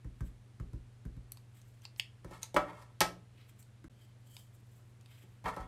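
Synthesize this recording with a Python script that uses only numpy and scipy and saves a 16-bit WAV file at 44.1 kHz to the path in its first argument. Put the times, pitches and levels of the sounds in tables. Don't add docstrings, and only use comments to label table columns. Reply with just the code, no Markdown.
import sys
import numpy as np
from scipy import signal
from scipy.fft import rfft, irfft
from scipy.io import wavfile
from scipy.ndimage import uniform_filter1d

SR = 44100
rng = np.random.default_rng(int(sys.argv[2]) if len(sys.argv) > 2 else 0)


def master(y):
    cut = np.clip(np.atleast_2d(y).T, -1, 1)
    pcm = np.round(cut * 32767)
    wavfile.write(sys.argv[1], SR, pcm.astype(np.int16))


N = 250207


# start in seconds, relative level in dB, contact time in ms,
# flatness in dB above that level, relative level of the case's crack in dB.
LANDINGS = [(2.247, -38.5, 1.68, 12.5, -58.5), (2.3103, -39.5, 1.34, 10, -55),
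            (2.5438, -28.5, 1.29, 12.5, -36.5), (2.5637, -18.5, 0.29, 4, -35), (2.567, -21, 0.45, -28, -34),
            (2.5698, -28, 0.89, -9, -44), (3.0057, -36, 0.068, 5, -16), (3.0104, -26.5, 0.25, 13.5, -29),
            (3.0159, -31, 0.4, -14, -22), (3.035, -42.5, 0.13, -5, -46), (3.842, -52.5, 1.8, -1, -63.5),
            (4.791, -67, 0.58, 0.5, -74), (5.234, -45, 2.45, 11, -68), (5.4417, -49, 0.59, 12, -51.5),
            (5.5643, -54, 0.56, 18, -48.5), (5.5681, -32.5, 0.71, 5, -72)]


def knocks():
    force, flat, cracks = np.zeros((3, N))
    for start_s, db, contact_ms, flat_db, crack_db in LANDINGS:
        add(force, start_s, undb(db) * push(contact_ms))
        add(flat, start_s, undb(db + flat_db) * push(contact_ms))
        add(cracks, start_s, undb(crack_db) * burst(0.023))
    wood = undb(-6.5) * boards(force, flat)
    case_crack = band(band(cracks, 4000, 19000), 4400, 8000)
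    return wood + case_crack


# pitch in Hz, relative level in dB, time to fall by 60 dB in seconds.
BOARD_TONES = [(177.9, -6.5, 0.31), (296.3, -12, 0.1), (437, -10, 0.33), (481, -12, .1), (596.2, -1, 0.13),
               (761, -3, 0.13), (1012, 4.5, 0.05), (1170, -0.5, 0.057), (1302, -2, 0.16), (1390, 3, 0.053),
               (1640, 0, 0.038), (2350, -20.5, 0.07)]
# centre in Hz, width of each filter pass in Hz, relative level in dB,
# time to fall by 60 dB in seconds.
SMALL_TONES = [(332, 600, -38, 0.1), (840, 810, -25.5, 0.066), (2200, 2100, -21.5, 0.044),
               (3970, 2800, -57, 0.056)]


def boards(force, flat):
    blur = 0
    for hz, width_hz, db, t60_s in SMALL_TONES:
        noise = unit(band_twice(burst(2.7), hz, width_hz))
        blur = blur + undb(db) * noise * burst(t60_s, flat=True)
    return ring(force, BOARD_TONES) + undb(20.0) * signal.fftconvolve(flat, blur)[:N]


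# start in seconds, peak of the favoured band in dB, pitch that the snap favours in Hz,
# fall-off below that pitch in dB per octave, fall-off above it in dB per octave.
SNAPS = [(1.3199, -34, 11800, 7.5, 9), (1.372, -52, 4600, 1.5, 2.7), (1.616, -56.5, 6850, 5, 4),
         (1.8197, -58.5, 5900, 3, 3.9), (1.8529, -38.5, 4200, 5, 19), (1.9622, -52, 5100, 5, 20),
         (1.9975, -21.5, 3040, 14.5, 5.7), (2.4233, -50, 6300, 6.5, 14), (2.4309, -29.5, 6280, 7.5, 8.8),
         (3.6267, -55, 7850, 4, 2), (4.3669, -41.5, 3270, 8, 3), (5.011, -60, 5950, 4.5, 2.7),
         (5.06, -52.5, 3300, 6.5, 5)]
# centre in Hz, width in Hz.
CASE_TONES = [(950, 630), (2800, 1440), (4400, 1500), (6300, 2800), (8400, 2000), (11500, 3600)]


def clicks():
    favoured_width = 0.49
    out = np.zeros(N)
    for start_s, db, favoured_hz, below_db, above_db in SNAPS:
        snap = 0.13 * burst(0.018)
        snap[0] = 1
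        for hz, width_hz in CASE_TONES + [(favoured_hz, favoured_width * favoured_hz)]:
            tone = band_twice(snap, hz, 0.77 * width_hz)
            octaves = np.log2(hz / favoured_hz)
            drop_db = max(above_db * octaves, -below_db * octaves)
            add(out, start_s, undb(db - drop_db) * tone / abs(tone).max())
    return out


# start in seconds, relative level in dB, push time in ms, relative level of the tick in dB.
PUSHES = [(0.0452, -35.5, 6.2, -61), (0.2068, -30, 5, -49.5), (0.599, -34.5, 4.7, -55),
          (0.661, -51, 8, -82), (0.7322, -34.5, 5.4, -57), (1.052, -35, 4.5, -56),
          (1.166, -41.5, 4.65, -65), (2.2454, -44.5, 3.4, -52.5), (2.5644, -44, 5.4, -60.5),
          (3.0029, -42.5, 3.05, -66), (3.8422, -50.5, 1.43, -57), (5.4425, -40.5, 4.1, -66),
          (5.585, -36, 9.2, -67), (5.628, -44, 7.6, -77)]
# pitch in Hz, relative level in dB, time to fall by 60 dB in seconds.
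FRAME_TONES = [(42, -6, 0.42), (60.5, -2, .3), (114.3, 3.5, 0.083), (175.6, -3.5, 0.2), (242, -5, 0.23),
               (317, 8, 0.083), (411, -19, 0.098)]


def thumps():
    shudder_lag_s = 0.00033
    force, ticks, rattle = np.zeros((3, N))
    for start_s, db, push_ms, tick_db in PUSHES:
        add(force, start_s + shudder_lag_s, -undb(db) * push(push_ms))
        add(ticks, start_s, undb(tick_db) * burst(0.022))
        add(rattle, start_s, undb(db) * burst(0.33) * (1 - burst(0.025, flat=True)))
    for _ in range(3):
        rattle = band(rattle, 231, 285)
    shudder = ring(force, FRAME_TONES) + undb(4.5) * rattle
    knock = band(band(ticks, 1150, 970), 1500, 980)
    tick = undb(17.0) * knock + undb(1) * band(ticks, 3700, 7700)
    return shudder, tick


# peak in seconds, swell in seconds, fade in seconds, level of the wood in dB,
# rasp in dB above the wood, grit in dB above the wood.
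SCRAPES = [(2.34, 0.074, 0.085, -54, -10.5, -9), (2.433, .02, 0.042, -60.5, -4, 9),
           (2.6, .015, 0.061, -49, -14.5, -18), (2.69, 0.13, 0.18, -51.5, -21.5, -22),
           (2.824, 0.091, 0.024, -61.5, -11, -5.5), (5.46, 0.015, 0.027, -49, -5, -16.5),
           (5.484, 0.038, 0.037, -36, -20, -21), (5.54, 0.045, 0.075, -52.5, -19, -17.5),
           (5.61, 0.13, 0.076, -50, -23, -19)]


def slides():
    wood_gain, rasp_gain, grit_gain = gains(SCRAPES)
    happens = rng.random(N) < 3000 / SR
    jolts = happens * undb(0.81 * rng.exponential(size=N)) * rng.standard_normal(N)
    soft = band(band(jolts, 610, 1900), 510, 1800) * undb(2.0 * walk(60))
    wood = boards(soft, undb(7.5) * soft)
    rasp = band_twice(jolts, 2590, 2800)
    grit = band_twice(jolts, 5300, 10000)
    return wood_gain * unit(wood) + rasp_gain * unit(rasp) + grit_gain * unit(grit)


# peak in seconds, swell in seconds, fade in seconds, level of the block's tone in dB, squeak in dB above
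# that tone, treble swish in dB above that tone.
FINGER_STROKES = [(.28, 0.13, 0.032, -75, -20, 4), (1.39, 0.032, 0.067, -80, -20, 6),
                  (1.57, 0.084, 0.12, -74, -22, 2), (1.69, .04, .05, -91, -20, 18.5),
                  (1.76, .1, 0.19, -83, -20, 1), (1.852, 0.038, 0.014, -63.5, 0, -1),
                  (1.995, 0.027, .005, -66, -12, 10), (3.41, 0.084, 0.12, -65.5, -27, -9.5),
                  (3.495, 0.046, 0.026, -76.5, -14, 6.5), (3.6, 0.043, 0.1, -81.5, -21.5, 12),
                  (4.04, 0.15, 0.086, -76.5, 5, 3.5), (4.32, 0.064, 0.2, -78.5, 6.5, 13.5),
                  (4.409, 0.2, 0.03, -80.5, 8.5, 13), (4.552, 0.033, 0.017, -84, -8, 16),
                  (4.76, 0.3, 0.36, -90, -11.5, 13), (5.12, 0.11, 0.15, -69, -14.5, -6),
                  (5.21, 0.19, 0.23, -73, -23, 1)]
# centre in Hz, width of each filter pass in Hz, relative level in dB.
BLOCK_BANDS = [(2380, 2750, 12), (4570, 260, -15.5)]
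SQUEAK_BANDS = [(3120, 290, -2), (4700, 550, -9)]
SWISH_BANDS = [(8100, 1900, -0.5), (11900, 11200, 7)]


def rubs():
    skin = rng.standard_normal(N) * undb(3.2 * walk(90))
    out = 0
    for gain, bands in zip(gains(FINGER_STROKES), (BLOCK_BANDS, SQUEAK_BANDS, SWISH_BANDS)):
        layer = 0
        for hz, width_hz, db in bands:
            layer = layer + undb(db) * unit(band_twice(skin, hz, width_hz))
        out = out + gain * unit(layer)
    return out


# centre in Hz, time to fall by 60 dB in seconds.
ECHO_TIMES = [(200, 0.37), (1000, 0.2), (4000, .22), (12000, 0.065)]


def room(x):
    room_db = -6
    t = np.arange(SR // 2) / SR
    tail = 0
    for hz, t60_s in ECHO_TIMES:
        tail = tail + band(rng.standard_normal(len(t)), hz, 1.8 * hz) * 1000 ** (-t / t60_s)
    tail *= np.clip(t / 0.0053, 0, 1)
    return undb(room_db) * signal.fftconvolve(x, tail / np.sqrt(np.sum(tail ** 2)))[:N]


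# pitch in Hz, average (rms) level in dB.
HUM_TONES = [(119.8, -58), (98.5, -67), (104.8, -73.5), (201, -77), (231, -90)]


def hum():
    t = np.arange(N) / SR
    out = 0
    for hz, db in HUM_TONES:
        level = np.sqrt(2) * undb(db + .6 * walk(3.2))
        out = out + level * np.sin(2 * np.pi * (hz * t + rng.random()))
    return out


# pitch in Hz, relative level in dB per Hz.
AIR_COLOUR = [(12, -45.5), (20, -9.5), (68, -4.5), (150, -9.5), (182, -13), (222, -12), (897, -23.5),
              (1710, -25.5), (2260, -27), (4300, -31.5), (4670, -33.5), (9670, -36), (16000, -51.5)]


def air():
    air_db = -66
    hz, db = np.transpose(AIR_COLOUR)
    noise_hz = np.arange(1, N // 2 + 2) * SR / N
    colour = undb(np.interp(np.log(noise_hz), np.log(hz), db))
    return undb(air_db) * unit(irfft(rfft(rng.standard_normal(N)) * colour, N))


def undb(db):
    return 10 ** (np.asarray(db) / 20)


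def unit(x):
    return x / np.sqrt(np.mean(x ** 2))


def band(x, hz, width_hz):
    hz = min(hz, .45 * SR)
    return signal.lfilter(*signal.iirpeak(hz, hz / width_hz, fs=SR), x)


def band_twice(x, hz, width_hz):
    return band(band(x, hz, width_hz), hz, width_hz)


def ring(x, tones):
    out = 0
    for k, (hz, db, t60_s) in enumerate(tones):
        decay = 1000 ** (-1 / (t60_s * SR))
        turn = 2 * np.pi * hz / SR
        top = [0, decay * np.sin(turn)]
        bottom = [1, -2 * decay * np.cos(turn), decay * decay]
        out = out + (-1) ** k * undb(db) * signal.lfilter(top, bottom, x)
    return out


def add(line, start_s, sound):
    i = int(start_s * SR)
    line[i:i + len(sound)] += sound[:N - i]


def push(ms):
    force = np.sin(np.pi * np.clip(np.arange(.5, 600) / (ms * SR / 1000), 0, 1))
    return force / force.sum()


def burst(t60_s, flat=False, size=8000):
    noise = 1 if flat else rng.standard_normal(size)
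    return noise * 1000 ** (-np.arange(size) / SR / t60_s)


def walk(rate):
    step = int(SR / rate)
    levels = np.repeat(rng.standard_normal(N // step + 1), step)
    return unit(uniform_filter1d(levels, step)[:N])


def gains(strokes):
    stroke_db = 20
    t, out = np.arange(N) / SR, 0
    for peak_s, swell_s, fade_s, db, *rel_db in strokes:
        shape = undb(-stroke_db * np.maximum((peak_s - t) / swell_s, (t - peak_s) / fade_s))
        shape = shape * np.clip((t - peak_s + 1.1 * swell_s) / .004, 0, 1)
        out = out + shape * undb(db + np.array([0, *rel_db]))[:, None]
    return out.T if out.shape[0] == N else out


def scene():
    shudder, ticks = thumps()
    near = ticks + knocks() + slides() + rubs()
    sharp = clicks()
    echo = room(near + undb(-6.5) * sharp)
    return (near + sharp + echo + shudder + hum() + air())[None]


# its start in seconds, its end in seconds.
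DROPOUT = (3.8824, 3.8981)


def record(dry):
    bass_hz, dull_hz, top_hz = 28.53, 14660, 16100
    t = np.arange(N) / SR
    on = (t < DROPOUT[0]) | (t > DROPOUT[1])
    dry = signal.sosfilt(signal.butter(2, bass_hz, "high", fs=SR, output="sos"), dry)
    dry = signal.sosfilt(signal.butter(6, dull_hz, fs=SR, output="sos"), dry)
    return signal.sosfilt(signal.ellip(8, .2, 70, top_hz, fs=SR, output="sos"), dry * on)


dry = scene()
out = record(dry)
master(out)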